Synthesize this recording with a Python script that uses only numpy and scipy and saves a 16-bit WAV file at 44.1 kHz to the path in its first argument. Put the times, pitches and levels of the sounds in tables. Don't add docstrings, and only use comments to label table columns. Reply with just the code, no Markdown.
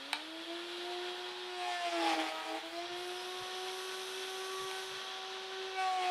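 import sys
import numpy as np
from scipy import signal
from scipy.fft import rfft, irfft, next_fast_len
from scipy.io import wavfile
from scipy.ndimage import uniform_filter1d

SR = 44100
rng = np.random.default_rng(int(sys.argv[2]) if len(sys.argv) > 2 else 0)


def master_out(mix):
    frames = np.transpose(np.atleast_2d(mix))
    ceiling = np.clip(frames, -1, 1)
    pcm = np.round(ceiling * 32767).astype(np.int16)
    wavfile.write(sys.argv[1], SR, pcm)


N = 269010
T = np.arange(N) / SR
MAINS_RIPPLE_HZ = 120
FREE_HZ = 380

# speed_multiple, overtone_db, side_tone_below_db, side_tone_above_db
BITE_OVERTONES = [(3, -11.5, -28, -13), (4, -12.5, -12.5, -17), (5, -10, -14, -24), (6, -9, -15.5, -18.5),
                  (7, -8.5, -13, -11), (8, -8.5, -15, -15), (9, -10, -18.5, -15), (10, -15, -18, -25),
                  (11, -14.5, -12, -19), (12, -16, -19, -24), (13, -16, -22, -28), (14, -19, -22, -24),
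                  (15, -26, -24, -26), (16, -27, -28, -25)]


def undb(db):
    return 10 ** (np.asarray(db) / 20)


def curves(table):
    seconds, *columns = np.transpose(table)
    return [np.interp(T, seconds, column) for column in columns]


def unit(x):
    return x / np.sqrt(np.mean(x ** 2))


def noise():
    return rng.standard_normal(N)


def walk(rate):
    step = 8
    coarse_times = T[::step]
    width = int(SR / step / rate)
    coarse = rng.standard_normal(len(coarse_times))
    for _ in range(2):
        coarse = uniform_filter1d(coarse, width, mode="wrap")
    return np.interp(T, coarse_times, unit(coarse))


def swell(middle_s, length_s):
    return np.exp(-.5 * ((T - middle_s) / length_s) ** 2)


def colour(x, points):
    pitch_hz, relative_db = np.transpose(points)
    size = next_fast_len(N + 4096)
    f = np.maximum(np.arange(size // 2 + 1) * SR / size, 1)
    gain = undb(np.interp(np.log(f), np.log(pitch_hz), relative_db))
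    return unit(irfft(rfft(x, size) * gain, size)[:N])


def resonance(x, hz, width_hz):
    return signal.lfilter(*signal.iirpeak(hz, hz / width_hz, fs=SR), x)


def low_pass(x, order, top_hz):
    return signal.sosfilt(signal.butter(order, top_hz, fs=SR, output="sos"), x)


def shop(x, wet_db, t60_s, dull_hz):
    t = T[:SR // 2]
    decay = np.exp(-np.log(1000) * t / t60_s)
    tail = rng.standard_normal(len(t)) * decay * (t > .004)
    tail = low_pass(tail, 2, dull_hz)
    tail = tail / np.sqrt(np.sum(tail ** 2))
    return x + undb(wet_db) * signal.fftconvolve(x, tail)[:N]


def fading(depth, rate):
    return unit(np.abs(1 + depth * (walk(rate) + 1j * walk(rate))))


def cut_levels():
    # start_s, twice_a_turn_cutting_tone_db, clean_knife_strokes_db, tearing_fibres_db
    board_passes = [
        [(1.42, -64, -65, -76), (1.52, -51.5, -56, -66), (1.63, -40, -47, -51), (1.71, -38.5, -46.5, -51),
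         (1.78, -43, -47.5, -51), (1.86, -35.5, -47, -49), (1.96, -38, -45.5, -47.5), (2.03, -42, -48, -38),
         (2.08, -45, -45, -37), (2.145, -40, -49, -38.5), (2.175, -41, -54, -46.5), (2.2, -43, -50, -35),
         (2.23, -45, -50, -45.5), (2.275, -58, -49, -41), (2.31, -43, -55, -47), (2.42, -57, -50.5, -48),
         (2.49, -47, -54, -47), (2.56, -46.5, -54, -44), (2.62, -49, -56.5, -55.5), (2.72, -57, -52.5, -58),
         (2.795, -39, -52, -64), (2.82, -47, -56.5, -69), (2.88, -52, -67, -68), (2.92, -70, -80, -78)],
        [(5.73, -62, -75, -90), (5.79, -35.5, -47, -55), (5.88, -33.3, -49, -54), (5.97, -36, -49.5, -50.5),
         (6.04, -36, -46.5, -45), (6.1, -33, -46, -48)],
    ]
    return np.max([curves(one_pass) for one_pass in board_passes], axis=0)


def load():
    contact_db, full_load_db = -58, -55
    stroke_db = cut_levels()[1]
    return np.clip((stroke_db - contact_db) / (full_load_db - contact_db), 0, 1)


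def raggedness():
    _, stroke_db, tear_db = cut_levels()
    return np.clip((tear_db - stroke_db + 8) / 14, 0, 1)


def throb_depth(hz):
    free_depth, depth_per_hz, most = 0.14, 0.016, 0.52
    lost_hz = np.maximum(FREE_HZ - hz, 0)
    return np.minimum(free_depth + depth_per_hz * lost_hz, most)


def chatter_level(hz):
    middle_hz, spread_hz = 327.9, 10.35
    in_range = np.exp(-.5 * ((hz - middle_hz) / spread_hz) ** 2)
    return in_range * undb(-34.5 + 1.22 * (cut_levels()[2] + 36))


def background(rumble_db=-79, hiss_db=-70):
    # pitch_hz, relative_db
    rumble_colour = [(20, -3), (45, 7), (60, 15.5), (85, 1), (130, -3), (200, 11), (400, -29.5)]
    hiss_colour = [(3000, -72.0), (6500, -3.5), (10500, 7.5), (13000, 5.5), (14200, -5), (15500, -14)]
    rumble = undb(rumble_db) * np.array([colour(noise(), rumble_colour) for _ in range(2)])
    hiss = undb(hiss_db) * colour(noise(), hiss_colour)
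    return rumble + np.outer([0, 1], hiss)


def bumps():
    # middle_s, level_db, length_s
    soft_bumps = [(2.68, -79, 0.084), (2.958, -69.5, 0.079), (3.419, -57, 0.015), (4.626, -62, 0.026),
                  (4.934, -65, 0.036)]
    level = sum(undb(db) * swell(s, length_s) for s, db, length_s in soft_bumps)
    thud_colour = [(20, 4), (70, 0.0), (140, 12.5), (210, -5.0), (400, -45.5)]
    return level * colour(noise(), thud_colour)


def knocks(crack_db=-27.0, crack_s=0.0026, low_lag_s=0.00155, body_hz=520):
    # pitch_hz, level_db, t60_s (time to fade by 60 dB)
    clack_modes = [(770, -33, 0.011), (884, -24, 0.018), (1194, -30, 0.012), (1430, -38.5, .011),
                   (1720, -35, 0.016), (2330, -23.5, 0.0083), (2630, -27, 0.012), (2740, -32, 0.012),
                   (3020, -28, 0.016), (3420, -37, .01), (3770, -30, 0.021), (4150, -24, 0.0088),
                   (5300, -33.5, 0.0053), (8700, -31.5, 0.01)]
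    # start_s, level_db against the strongest
    hard_knocks = [(0.1304, 0), (.133, -14), (.139, -21), (0.143, -19), (4.712, -12.5)]
    t = T[:SR // 8]
    lowest_hz = clack_modes[0][0]
    ring = 0
    for k, (hz, db, t60_s) in enumerate(clack_modes):
        age = np.maximum(t - low_lag_s * lowest_hz / hz, 0)
        decay = np.exp(-np.log(1000) * age / t60_s)
        ring = ring + (-1) ** k * undb(db) * np.sin(2 * np.pi * hz * age) * decay
    crack = signal.lfilter(*signal.butter(1, 3500, fs=SR), rng.standard_normal(len(t)))
    crack = crack * np.exp(-t / crack_s)
    hit = signal.lfilter(*signal.butter(2, body_hz, "high", fs=SR), ring + undb(crack_db) * crack)
    blows = np.zeros(N)
    for s, db in hard_knocks:
        blows[int(s * SR)] += undb(db)
    return signal.fftconvolve(blows, hit)[:N]


def fan(turns, speed_hz, tip_order=15.1, tip_width_hz=650):
    # pitch_hz, relative_db
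    rush_colour = [(100, -24), (220, -8.5), (330, -5.5), (600, 0.5), (900, 0), (1150, 1), (1480, 2),
                   (2100, -0.5), (3350, 4), (4200, 1), (5000, -5.5), (6500, -15.5), (11000, -21.5),
                   (14000, -59)]
    hiss_colour = [(1000, -34), (4000, -20.5), (5500, -8), (7000, -7), (8000, -5.5), (8700, -2),
                   (11700, -3), (12700, -17.5), (15000, -40)]
    # pitch_hz, width_hz, level_db against the rush
    housing_modes = [(3313, 144, -2), (3740, 300, -11.5), (1447, 76, -4.5), (1790, 60, -4), (3990, 42, -3),
                     (419, 7, -9), (495.1, 21, -6.5), (949, 28, -2)]
    # start_s, change_db
    rush_swell = [(0, 4.5), (.3, 1), (.7, 1), (.9, 1.4), (1.3, 0.6), (1.5, -.5), (2.9, 0.5), (3.5, 0.5),
                  (4.3, -0.4), (5, .5), (5.3, -0.5), (5.7, -1)]
    # start_s, level_db
    tip_level = [(0, -86), (.7, -81), (1.1, -67), (1.5, -67), (2.05, -51), (2.3, -62), (2.68, -74),
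                 (2.78, -57), (2.87, -60), (3.8, -55.5), (4.7, -55), (5, -58.5), (5.3, -61), (6.1, -62.5)]
    hiss_level = [(0, -72.5), (.75, -68), (1.25, -70), (1.45, -80), (2.88, -80), (2.98, -60), (3.55, -61),
                  (3.8, -56.5), (4.78, -57), (5.08, -66), (5.22, -77), (6.1, -78)]

    rush_db = -45 + 0.0623 * (speed_hz - FREE_HZ) - 2.5 * load() + curves(rush_swell)[0]
    air = colour(noise(), rush_colour)
    ringing = sum(undb(db + 2 * walk(35)) * resonance(air, hz, width_hz)
                  for hz, width_hz, db in housing_modes)
    rush = unit(air + ringing) * undb(rush_db + 0.69 * walk(25))
    eddies = low_pass(noise(), 4, tip_width_hz)
    tips = unit(eddies * np.cos(2 * np.pi * tip_order * turns)) * undb(curves(tip_level)[0])
    hiss = colour(noise(), hiss_colour) * undb(curves(hiss_level)[0] + .4 * walk(20))
    return rush + tips + hiss


def brushes(turns, hz, whine_db=-70):
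    strain = load() * np.clip((355 - hz) / 20, 0, 1)
    bar_tones = {31: -6, 33: -8, 37: -15, 42: 1, 44: -3, 46: -9}
    whine = 0
    for k, db in bar_tones.items():
        level = undb(whine_db + db + 2 * walk(40))
        whine = whine + level * np.sin(2 * np.pi * k * turns + 1.2 * walk(200))
    return strain * whine


def side_tones(turns, fade=0.26, slip=0.57):
    # start_s, above_first_db, above_second_db, below_third_db
    side_levels = [(0, -69, -66, -68), (.55, -77.5, -70, -64), (1.05, -72, -61, -59),
                   (1.4, -76, -56.5, -61), (1.58, -71, -61, -57), (1.68, -76, -47, -60),
                   (1.8, -72, -60, -62), (1.95, -64, -62, -72), (2.06, -59, -46, -75),
                   (2.14, -58, -46, -75), (2.28, -59, -50, -75), (2.37, -60.5, -59, -75),
                   (2.54, -52, -46, -72), (2.62, -66, -58, -72), (3.1, -80, -80, -62), (3.7, -80, -78, -63),
                   (5.95, -77, -66, -67), (6.02, -74, -52.5, -65), (6.1, -74, -57, -68)]
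    ripple = MAINS_RIPPLE_HZ * T
    cycles = [turns + ripple, 2 * turns + ripple, 3 * turns - ripple]
    out = 0
    for cycle, db in zip(cycles, curves(side_levels)):
        tone = np.sin(2 * np.pi * cycle + slip * walk(40))
        out = out + undb(db) * fading(fade, 22) * tone
    return np.sqrt(2) * out


def shaft(turns, hz, flutter_share=0.085, low_fade=0.12, weak_fade=0.62, cut_fade=0.07, bite_fade=0.37,
          blur=0.035):
    # start_s, level_db
    hum_level = [(0, -59), (.25, -53), (.38, -47.5), (.53, -44), (.66, -47.5), (.98, -42.5), (1.15, -47),
                 (1.62, -48.5), (1.74, -52.5), (1.83, -63), (1.875, -47), (2.01, -37.5), (2.11, -41.5),
                 (2.2, -41.5), (2.33, -56.5), (2.44, -56), (2.53, -46.5), (2.7, -50), (3.03, -44),
                 (3.3, -48), (4.65, -45), (5.13, -56), (5.62, -45), (5.84, -48), (5.93, -56.5),
                 (6.02, -44.5), (6.1, -48)]
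    second_level = [(0, -63), (.27, -67), (.355, -53), (.43, -61), (.52, -47.5), (.63, -63), (.77, -67),
                    (.86, -46), (.93, -46.5), (1.03, -55), (1.1, -50.5), (1.25, -53.5), (1.38, -68),
                    (2.95, -48), (3.35, -52), (3.7, -48.5), (3.88, -64.5), (3.95, -55), (4.03, -53),
                    (4.07, -63), (4.35, -52), (4.58, -59.5), (4.75, -49), (4.92, -66), (5.08, -51),
                    (5.45, -54), (6.1, -50)]
    third_level = [(0, -72), (1.5, -60), (3.1, -61.5), (3.35, -50), (3.72, -57), (3.91, -53.5),
                   (4.2, -63.5), (4.6, -46), (4.85, -60), (5.06, -51.5), (5.3, -60)]
    # speed_multiple, level_db at free speed
    weak_tones = [(4, -59.5), (5, -63.5), (7, -63.5), (8, -62), (10, -63)]
    # middle_s, length_s, speed_multiple, level_db
    sings = [(1.9, 0.046, 7, -60), (1.92, 0.054, 8, -56), (1.87, .04, 9, -57), (1.544, .04, 13, -59),
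             (1.784, 0.038, 5, -46.5), (1.6, .022, 24, -63), (1.935, 0.061, 4, -47), (2.37, 0.1, 4, -48),
             (2.418, 0.07, 3, -49), (3, 0.022, 6, -58), (2.3, .025, 7, -58), (2.78, 0.02, 12, -50.5),
             (3.2, 0.0253, 14, -54), (2.5, 0.02, 15, -58), (3.955, 0.039, 4, -54), (4.202, 0.097, 4, -56.5),
             (4.768, 0.044, 4, -51), (4.934, 0.018, 4, -54), (5.795, 0.029, 6, -45.5),
             (5.805, .032, 4, -44), (5.815, 0.049, 7, -48.5), (8.8, 0.051, 8, -53), (5.885, .018, 11, -53),
             (5.865, 0.057, 3, -43), (6.0, .04, 3, -46)]
    # middle_s, depth_db
    brief_dips = [(.452, -10), (1.17, -4), (1.908, -9), (2.15, -8), (2.31, -4), (2.44, -7.5), (2.609, -30),
                  (2.71, -7), (2.88, -9.5), (3.23, -2)]

    angle = 2 * np.pi * turns
    hum = undb(curves(hum_level)[0] + .5 * walk(40)) * fading(low_fade, 10.0)
    hum = hum * np.sin(angle + 0.1 * walk(35))

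    tone_db, stroke_db, _ = cut_levels()
    parts = [(2, undb(curves(second_level)[0]) * fading(low_fade, 9.2)),
             (2, undb(tone_db) * fading(cut_fade, 27)),
             (3, undb(curves(third_level)[0]) * fading(low_fade, 8.1)),
             (3, undb(tone_db - 20.5))]
    for k, db in weak_tones:
        speed_db = 0.1 * (hz - FREE_HZ)
        parts.append((k, undb(db + speed_db) * fading(weak_fade, 9.2)))
    for k, db, _, _ in BITE_OVERTONES:
        parts.append((k, undb(stroke_db + db) * np.abs(1 + bite_fade * walk(20))))
    for s, length_s, k, db in sings:
        parts.append((k, undb(db) * swell(s, length_s)))

    power = {}
    for k, level in parts:
        power[k] = power.get(k, 0) + level ** 2
    snag = 0.097 * raggedness() * walk(123)
    upper = 0
    for k, p in power.items():
        phase = k * (angle + snag + blur * walk(30)) + rng.uniform(0, 2 * np.pi)
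        upper = upper + np.sqrt(p) * np.sin(phase)
    flutter = 1 + flutter_share * throb_depth(hz) * np.cos(2 * np.pi * MAINS_RIPPLE_HZ * T)
    dip_db = sum(db * swell(s, 0.012) for s, db in brief_dips)
    return np.sqrt(2) * (hum + flutter * upper) * undb(dip_db)


def snarl(turns, fade=0.4, slip=.9):
    out, smear = 0, slip * raggedness()
    for k, _, below_db, above_db in BITE_OVERTONES:
        jerk = smear * walk(110)
        for side, db in ((-1, below_db), (1, above_db)):
            cycles = k * turns + side * MAINS_RIPPLE_HZ * T + rng.random()
            out = out + undb(db) * (1 + fade * walk(22)) * np.sin(2 * np.pi * cycles + jerk)
    return np.sqrt(2) * undb(cut_levels()[1]) * out


def chatter(turns, hz, unsteady_db=2.0, slip=0.32):
    half_orders = {1.5: -46, 2.5: 1.0, 3.5: -15.0, 4.5: -33}
    tone = 0
    for k, db in half_orders.items():
        level = undb(db + unsteady_db * walk(130))
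        tone = tone + level * np.sin(2 * np.pi * k * turns + slip * walk(68))
    return np.sqrt(2) * chatter_level(hz) * tone


def cutter(turns, hz, second_knife=0.097, scatter_db=0.5, chip_length=0.51, wander_s=1e-5, bounce_db=-44,
           click_db=-4, rattle=0.32):
    # pitch_hz, relative_db
    knife_colour = [(20, -64), (150, -26), (500, -22), (850, -5), (1100, -2), (1650, -1), (1950, -1.5),
                    (2500, -2), (3300, -4), (4200, -1), (5500, -8.5), (7000, -7.5), (8600, -7),
                    (11500, -16.5), (15500, -26)]
    tear_colour = [(100, -34), (210, -18), (300, -8), (450, -1.5), (600, -4.5), (830, 2.5), (1100, -0.5),
                   (1400, -3.5), (1800, -0.5), (2600, -1.5), (3400, -3), (4200, -9.5), (5500, -15),
                   (7000, -18.5), (11000, -21), (13000, -32), (15500, -31)]
    _, stroke_db, tear_db = cut_levels()
    index = np.arange(1, int(2 * turns[-1]))
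    when = np.interp(index / 2, turns, T)
    strength_chance, timing_chance = rng.standard_normal((2, len(index)))

    depth = np.interp(when, T, throb_depth(hz))
    throb = np.exp(depth * np.cos(2 * np.pi * MAINS_RIPPLE_HZ * when))
    throb = throb / np.sqrt(np.i0(2 * depth))
    bouncing = np.minimum(chatter_level(hz) / undb(bounce_db), 1)
    bounce = 0.1 * np.interp(when, T, bouncing)
    alternate = (1 + bounce * (-1) ** (index // 2)) / np.hypot(1, bounce)
    knife = np.where(index % 2, second_knife, 1)
    bite = knife * throb * alternate * undb(scatter_db * strength_chance)

    place = (when + wander_s * timing_chance) * SR
    taps = place.astype(int)[:, None] + np.arange(-7, 9)
    pulses = bite[:, None] * np.sinc(taps - place[:, None])
    clicks = np.bincount(taps.ravel(), pulses.ravel(), N)[:N]

    since_stroke = 2 * turns % 1
    splinters = noise() * np.exp(-since_stroke / (2 * chip_length))
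    splinters = splinters * np.interp(T, when, bite) * undb(1.7 * walk(170))
    splinters = splinters * (1 + rattle * np.sqrt(bouncing) * np.cos(3 * np.pi * turns))
    strokes = colour(clicks, knife_colour) * undb(stroke_db + click_db)
    return strokes + colour(splinters, tear_colour) * undb(tear_db)


def scene():
    # start_s, turns_per_second_hz
    spindle_speed = [(0, 266), (.1, 285.7), (.2, 307.3), (.3, 321.2), (.42, 331.2), (.65, 347.2),
                     (.95, 356.3), (1.3, 361.5), (1.52, 362), (1.7, 357), (1.9, 344), (2.1, 327),
                     (2.2, 318.3), (2.36, 317.3), (2.56, 320.7), (2.7, 331.6), (2.78, 342.3), (2.85, 349.2),
                     (3, 357), (3.3, 366.4), (3.8, 374.5), (4.6, 380), (5, 379.1), (5.72, 380.4),
                     (5.85, 376.3), (5.95, 372), (6.1, 361.8)]
    hz = uniform_filter1d(curves(spindle_speed)[0], SR // 25, mode="nearest")
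    turns = np.cumsum(hz * (1 + 0.00028 * walk(28))) / SR
    rocking = turns + 0.0045 * load() * np.sin(2 * np.pi * MAINS_RIPPLE_HZ * T)

    handling = bumps() + shop(knocks(), wet_db=-10.0, t60_s=0.28, dull_hz=6130)
    motor = fan(turns, hz) + brushes(turns, hz) + side_tones(turns) + shaft(rocking, hz)
    cut = shop(cutter(rocking, hz), wet_db=1, t60_s=0.18, dull_hz=8600) * undb(-6.0)
    wood = snarl(turns) + chatter(turns, hz) + cut
    return background() + handling + motor + wood


def record(dry, left_top_hz=13000, top_hz=15400):
    dull = signal.butter(7, left_top_hz, fs=SR, output="sos")
    left = signal.sosfiltfilt(dull, dry[0])
    top_cut = signal.ellip(10, .2, 80, top_hz, fs=SR, output="sos")
    return signal.sosfilt(top_cut, np.array([left, dry[1]]))


dry = scene()
out = record(dry)
master_out(out)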